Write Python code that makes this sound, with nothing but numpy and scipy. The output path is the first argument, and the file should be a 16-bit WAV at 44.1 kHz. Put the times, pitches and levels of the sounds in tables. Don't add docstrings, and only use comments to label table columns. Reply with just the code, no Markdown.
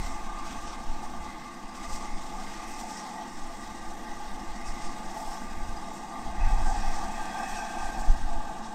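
import sys
import numpy as np
from scipy import signal
from scipy.fft import rfft, irfft, next_fast_len
from scipy.io import wavfile
from scipy.ndimage import uniform_filter1d

SR = 44100
rng = np.random.default_rng(int(sys.argv[2]) if len(sys.argv) > 2 else 0)


def dump_mix(stems):
    frames = np.atleast_2d(stems).T
    limited = np.clip(frames, -1, 1)
    pcm = np.round(limited * 32767).astype(np.int16)
    wavfile.write(sys.argv[1], SR, pcm)


def to_linear_factor(level_db):
    exponent = np.asarray(level_db, float) / 20
    return 10 ** exponent


N = 385434


def rms_one(x):
    return x / np.sqrt(np.mean(x ** 2) + 1e-20)


def in_time(rows):
    s, *columns = np.transpose(rows)
    return [np.interp(np.arange(N) / SR, s, c) for c in columns]


def swells(s, rise_db, half_s):
    out = np.zeros(N)
    for centre, db, half in np.broadcast(s, rise_db, half_s):
        first = max(0, int((centre - 3 * half) * SR))
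        last = min(N, int((centre + 3 * half) * SR))
        n = np.arange(first, last)
        out[n] += db * np.exp(-((n / SR - centre) / half) ** 2)
    return out


def drift(rate):
    r = np.exp(-80 * np.pi * rate / SR)
    slow = signal.lfilter([1], [1, -2 * r, r * r], rng.standard_normal(N // 40 + 2002))
    slow = slow[2000:]
    return np.interp(np.arange(N) / 40, np.arange(len(slow)), rms_one(slow - slow.mean()))


def noise_band(low_hz, high_hz, order=2):
    sos = signal.butter(order, [low_hz, high_hz], "band", fs=SR, output="sos")
    run_in = SR // 4
    return rms_one(signal.sosfilt(sos, rng.standard_normal(N + run_in))[run_in:])


def evened(x, window_s):
    window = int(window_s * SR)
    power = uniform_filter1d(uniform_filter1d(x * x, window), window)
    return x / np.sqrt(power + 0.02)


def resonances(modes, swell_db, wander_db, wander_hz=4.9):
    swell_db = swell_db - np.median(swell_db)
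    out = np.zeros(N)
    for hz, width, level_db, share in modes:
        sung = evened(noise_band(hz - width / 2, hz + width / 2), .22)
        out += to_linear_factor(level_db + share * swell_db + wander_db * drift(wander_hz)) * sung
    return out


def distant_rumble():
    return to_linear_factor(-61) * noise_band(106, 168)


def gusts():
    # (time [s], flutter level [dB], slow push above it [dB])
    wind_strength = [(0, -38, 15.5), (.2, -49.5, 23), (1.25, -52, 18.5), (1.55, -66, 26), (1.9, -51, 19.5),
                     (2.8, -60.5, 29), (3.03, -68, 23), (3.6, -56.5, 23.5), (4.6, -53, 24),
                     (5.2, -59.5, 25), (5.7, -51.5, 23), (6.1, -63, 24.5), (6.4, -38.5, 15),
                     (7.0, -45.5, 24), (7.35, -58, 24), (7.75, -58, 25.5), (8.08, -36, 16.5),
                     (8.74, -63.5, 30)]
    # (centre [s], push rise [dB], flutter rise [dB], half length [s])
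    eddies = [(.01, 11.5, 0, 0.031), (.33, 8, -9, 0.052), (0.558, 2.5, 3, .05), (0.907, 11, 1, 0.049),
              (1.06, 7, -1.5, .035), (1.204, 8.5, 8, 0.046), (1.645, 7, .3, 0.045), (1.936, 12, 8, .055),
              (2.15, 14.5, 4, 0.061), (2.4, 5, 1, 0.068), (3.42, 13, -1, 0.078), (3.72, -4, 4, .09),
              (3.87, 10, 4, 0.035), (4.114, 3, -4, 0.033), (4.308, 7.5, 2, .045), (4.497, 6, 4, .045),
              (4.687, 10, 12, .045), (4.87, 12, 3, .05), (5.07, 8, 1, .04), (5.294, 9, 1, .04),
              (5.624, 7, 12, 0.17), (6.28, 6, 6, 0.033), (6.45, 8, 11.5, 0.056), (6.618, 12, 11, .06),
              (6.783, 8, 4, 0.056), (7.22, 7, 6, 0.034), (7.54, 7, 6, .055), (7.833, 9, 8, 0.044),
              (8.253, 9.5, 7, 0.032), (8.36, 12, 8, 0.042)]
    strength_db, push_over_db = in_time(wind_strength)
    s, push_rise_db, flutter_rise_db, half_s = np.transpose(eddies)
    push_db = strength_db + push_over_db + swells(s, push_rise_db, half_s)
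    return push_db, strength_db + swells(s, flutter_rise_db, half_s)


def wind():
    # (time [s], size [dB], swing time [s], negative = push first)
    buffets = [
        (0.9, -21, -0.017),
        (4.692, -26.5, 0.013),
        (6.435, -15.5, 0.011),
        (6.533, -14.5, 0.0103),
        (6.672, -15.5, -0.015),
        (6.879, -17, 0.018),
        (8.102, -8.5, 0.013),
        (8.321, -18.5, 0.026),
    ]
    push_db, flutter_db = gusts()
    push = to_linear_factor(push_db - 6.5) * evened(noise_band(4, 19), .07)
    push = signal.sosfiltfilt(signal.butter(2, 30, fs=SR, output="sos"), push)
    flutter = rms_one(noise_band(29, 50.6) + 0.43 * noise_band(57, 95))
    flutter = to_linear_factor(flutter_db + 2.5) * evened(flutter, 0.05)
    flutter = signal.sosfilt(signal.butter(2, 110, fs=SR, output="sos"), flutter)
    out, t = push + flutter, np.arange(N) / SR
    for s, size_db, swing in buffets:
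        u = (t - s) / swing
        reach = np.where(u * swing < 0, 1.6, 3.2)
        thump = np.sin(1.9 * np.sign(u) * np.abs(u) ** .8) * np.exp(-(u / reach) ** 2)
        out = out * (1 - 0.78 * np.exp(-(u / 1.8) ** 2)) + to_linear_factor(size_db) * thump
    return out


def drops():
    # (time [s], peak level [dB])
    spat_drops = [
        (7.2568, -31),
    ]
    out = np.zeros(N)
    for s, peak_db in spat_drops:
        out[round(s * SR)] = to_linear_factor(peak_db + 14)
    return signal.sosfilt(signal.butter(3, [4800, 8800], "band", fs=SR, output="sos"), out)


def jet_controls():
    # (time [s], hiss level [dB], wetness [dB])
    leak_pressure = [(0, -50, 1), (.3, -54.5, 1), (.6, -53, 2), (.85, -55, 1), (1.6, -56.5, 0.7),
                     (2.0, -55, 3), (2.5, -51.5, 1.5), (2.9, -51.5, -1.5), (3.15, -54, .3),
                     (4.55, -54.5, 0), (5.3, -52, -0.3), (5.6, -54.5, -3), (6.35, -54.5, 0),
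                     (6.6, -51.5, -1), (7.5, -50, 0), (8.1, -52.5, -0.8), (8.5, -56, 1), (8.74, -57, .3)]
    # (centre [s], rise [dB], half length [s], extra fine spray [dB])
    spurts = [(.01, 1.5, .02, 2), (0.068, 2, 0.026, 0), (0.493, 2.5, 0.035, 1), (.68, 6, .025, -9),
              (1.045, 4.5, 0.017, 0), (1.762, 6.5, 0.018, -4), (1.848, 7.5, 0.024, -4),
              (1.94, 10.5, 0.049, -1), (2.04, 6.5, 0.037, -5), (2.185, 1.5, 0.022, -6), (2.707, 2, .03, 4),
              (2.798, 5.5, 0.027, 1), (2.91, 4.5, .03, -1), (2.992, 6, 0.047, -5), (3.394, 2, 0.012, 1),
              (4.007, 0, 0.055, 1.5), (4.684, 4, .03, -2), (4.853, 4.5, 0.055, -5), (5.21, 1.5, .06, 5),
              (5.347, 4, .04, 2.5), (5.943, 3, .02, 3), (6.513, 3, 0.043, -1.5), (6.713, 4, 0.082, -3),
              (6.96, 4, 0.036, -3), (7.505, 2.5, .03, 0), (7.573, 5, 0.022, -3), (7.833, 3.5, 0.035, -2),
              (7.994, 2.5, 0.025, 0), (8.66, 4, 0.03, -6), (8.73, 1.5, .02, 0)]
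    s, rise_db, half_s, fine_db = np.transpose(spurts)
    spurt_db = swells(s, rise_db, half_s)
    hiss_db, wet_db = in_time(leak_pressure)
    spray_db = swells(s, fine_db, 1.3 * half_s)
    body_db = wet_db + 1.47 * drift(8.7) - 0.4 * spurt_db
    return hiss_db + spurt_db, spray_db, body_db


def leak():
    # (frequency [Hz], level per Hz [dB])
    jet_spectrum = [(300, -3.5), (1300, 2.5), (2300, -5), (3100, -2.5), (4500, -3.5), (5500, -2.5),
                    (6600, -2), (7900, -0.5), (8800, -3.5), (9400, -11), (10500, -19), (12600, -14.5),
                    (14400, -21), (16000, -22)]
    # (frequency [Hz], width [Hz], rms level [dB], share of the hiss swell [dB per
    # dB])
    hiss_peaks = [(4904, 125, -66, 0.86), (5314, 130, -65, 1.05), (5690, 420, -63.5, 1.35),
                  (6067, 105, -66, 0.86), (6480, 130, -69, 1), (4506, 180, -69, 0.8)]
    hiss_db, spray_db, body_db = jet_controls()
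    spray_db = spray_db - np.median(spray_db)
    body_db = body_db - np.median(body_db)
    size = next_fast_len(N)
    hz = np.fft.rfftfreq(size, 1 / SR) + 1
    hz_points, db_points = np.transpose(jet_spectrum)
    shape = to_linear_factor(np.interp(np.log(hz), np.log(hz_points), db_points)) * (hz > 300)
    jet = rfft(rng.standard_normal(size)) * shape
    out, centres = np.zeros(N), np.geomspace(1500, 14000, 12)
    for k, centre in enumerate(centres):
        band = irfft(jet * np.interp(hz, centres, np.arange(12) == k), size)[:N]
        spray = np.clip((centre - 8000) / 3000, 0, 1) * spray_db
        body = np.clip((5000 - centre) / 1200, 0, 1) * body_db
        out += to_linear_factor(spray + body + 1.2 * drift(8.0)) * band
    sputter_db = 0.67 * drift(31) + 0.85 * drift(48)
    peaks = resonances(hiss_peaks, hiss_db, wander_db=2.5, wander_hz=7.4)
    return to_linear_factor(sputter_db) * (to_linear_factor(hiss_db + 2.0) * rms_one(out) + peaks)


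def blower_pressure():
    # (time [s], level [dB])
    pressure = [(0, -1), (.3, 3), (.85, -0.5), (1.5, -1.5), (2.25, -7), (2.5, -0.5), (3.4, -3), (4.05, 2),
                (4.45, -0.5), (5.6, 2), (6.1, -2), (6.65, 9.5), (7.05, 6.5), (7.35, 13), (7.7, 12.5),
                (8.0, 8.5), (8.3, 3), (8.74, 2.5)]
    return in_time(pressure)[0]


def bleed_opening():
    # (centre [s], rise [dB], half length [s])
    breaths = [(0, 10, 0.19), (0.597, 3.5, 0.25), (1.35, 4.5, 0.2), (1.948, 8, 0.19), (2.75, 5, 0.46),
               (3.6, 2, .15), (4.096, 2.5, .12), (4.747, 7, 0.32), (5.55, 2.5, 0.13), (6.35, 5, 0.22),
               (6.902, 6, 0.087), (7.44, 3, .1)]
    shuts_s, shuts_db_per_s = 7.1, 5
    t = np.arange(N) / SR
    return swells(*np.transpose(breaths)) - shuts_db_per_s * np.maximum(t - shuts_s, 0)


def bypass():
    # (frequency [Hz], width [Hz], rms level [dB], share of its swell [0-1])
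    bypass_modes = [(1911, 78, -58.5, 0.82)]
    opens_s, shut_db = 1.75, -6.5
    t = np.arange(N) / SR
    shut = np.clip((opens_s - t) / .2, 0, 1)
    bypass_db = 0.63 * bleed_opening() + 0.47 * blower_pressure() + shut_db * shut
    return resonances(bypass_modes, bypass_db, wander_db=2.7)


def bleed_valve():
    # (frequency [Hz], width [Hz], rms level [dB], share of its swell [0-1])
    bleed_modes = [(2042, 92, -61, 1), (2127, 106, -63, 0.9)]
    return resonances(bleed_modes, bleed_opening(), wander_db=2.4)


def blower_overtone():
    # (frequency [Hz], width [Hz], rms level [dB], share of its swell [dB per dB])
    overtone_modes = [(2285, 100, -71, 0.9), (2448, 98, -68.5, 0.9), (2559, 82, -64.5, 1.04)]
    # (centre [s], rise [dB], half length [s])
    overblows = [(.05, 4, 0.13), (.5, 7.5, 0.36), (1.3, 2.5, .15), (1.9, 4, .22), (2.7, 7.5, 0.25),
                 (4.9, 4, .4), (5.503, 7, 0.13), (6.48, 11.5, 0.11), (6.9, 9, 0.35), (7.546, 15, 0.35),
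                 (7.923, 6.5, 0.16), (8.5, 4, 0.22)]
    overtone_db = swells(*np.transpose(overblows))
    return resonances(overtone_modes, overtone_db, wander_db=2.3, wander_hz=9.2)


def blower_pipe():
    # (frequency [Hz], width [Hz], rms level [dB], share of the whistle swell [dB per dB])
    pipe_modes = [(1480, 110, -64, 0.4), (1573, 48, -59.5, 1.11), (1688, 87, -63.5, 0.8),
                  (1796, 52, -63.5, 0.73), (2820, 99, -67, 0.2), (3327, 154, -67, 0.74),
                  (3750, 210, -65, 0.24), (4125, 200, -72.5, 0.4)]
    return resonances(pipe_modes, blower_pressure(), wander_db=1.66, wander_hz=6.5)


def draught():
    # (frequency [Hz], width [Hz], rms level [dB], share of the draught swell [dB per dB])
    cavity_modes = [(213, 53.4, -49, 0.15), (259.7, 29, -55, 0.02), (307.4, 31, -56.5, 0.16),
                    (340.4, 32.7, -54.5, 0.01), (499, 190, -57.5, 0.26), (687.4, 44.7, -51.5, 0.81),
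                    (752, 55, -52, 1.1), (797, 61, -52.5, 1.1), (850, 59.5, -46, 0.73), (918, 46, -56, 0.7)]
    # (frequency [Hz], width [Hz], rms level [dB], share of its swell [0-1])
    throat_modes = [(1075.6, 52, -53.5, 0.72), (1138.6, 30, -56.5, 0.8), (1193.4, 49.5, -50.5, 0.74),
                    (1324, 58, -68, 0.3)]
    # (time [s], level [dB])
    draught_level = [(0, -43.5), (1.2, -43.5), (1.5, -48), (2.0, -44), (3.5, -45), (4.9, -42.5),
                     (5.6, -42.5), (6.2, -41.5), (6.55, -34.5), (7.2, -37), (7.4, -34.5), (8.1, -37.5),
                     (8.25, -39.5), (8.74, -41.5)]
    # (centre [s], smokebox rise [dB], throat rise [dB], half length [s])
    surges = [(0.126, 2.5, 5.5, 0.045), (0.393, 0, 7, 0.11), (0.647, -2, 3, 0.098), (1.04, 4, 3, 0.033),
              (1.258, 2, 5, 0.034), (1.44, -1.5, 3, .06), (1.933, 1, 5, 0.081), (2.387, 3.5, 4, .04),
              (2.655, 2.5, 4, 0.059), (2.847, 3.5, -4, 0.074), (3.028, 1.5, 4, .05), (3.167, 6.5, -1, .07),
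              (3.34, -5.5, 1, 0.025), (3.996, 1, -2, .12), (4.89, 0.5, 5, 0.076), (5.2, 5.5, 1, 0.11),
              (5.342, 2, 4, .05), (5.796, 3, 5, 0.029), (6.157, 2.5, 7, 0.063), (6.597, -0.5, 3, 0.066),
              (6.72, 2, 2.5, 0.07), (6.997, 1.5, 8, .04), (7.196, 3, 7, 0.027), (7.417, 3.5, 6, .05),
              (7.57, 1, 1.5, .03), (7.775, 2, 0, .03), (7.97, 3.5, 0, 0.056), (8.216, -5.5, -6, 0.048),
              (8.45, 1, 1.5, 0.14)]
    t = np.arange(N) / SR
    roar_db, = in_time(draught_level)
    s, roar_rise_db, throat_rise_db, half_s = np.transpose(surges)
    throat_db = 0.56 * roar_db - 0.58 * t + swells(s, throat_rise_db, half_s)
    roar_db = roar_db + swells(s, roar_rise_db, half_s)
    smokebox = resonances(cavity_modes, roar_db, wander_db=1.35, wander_hz=4.0)
    throat = resonances(throat_modes, throat_db, wander_db=1.15, wander_hz=5.4)
    return smokebox + throat


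def scene():
    background = distant_rumble() + wind()
    steam = leak() + drops()
    pipes = bypass() + bleed_valve() + blower_overtone() + blower_pipe()
    return (background + steam + pipes + draught())[None]


def low_pass(x):
    return signal.sosfilt(signal.butter(12, 15620, fs=SR, output="sos"), x)


def record(dry):
    return low_pass(dry)


dry = scene()
out = record(dry)
dump_mix(out)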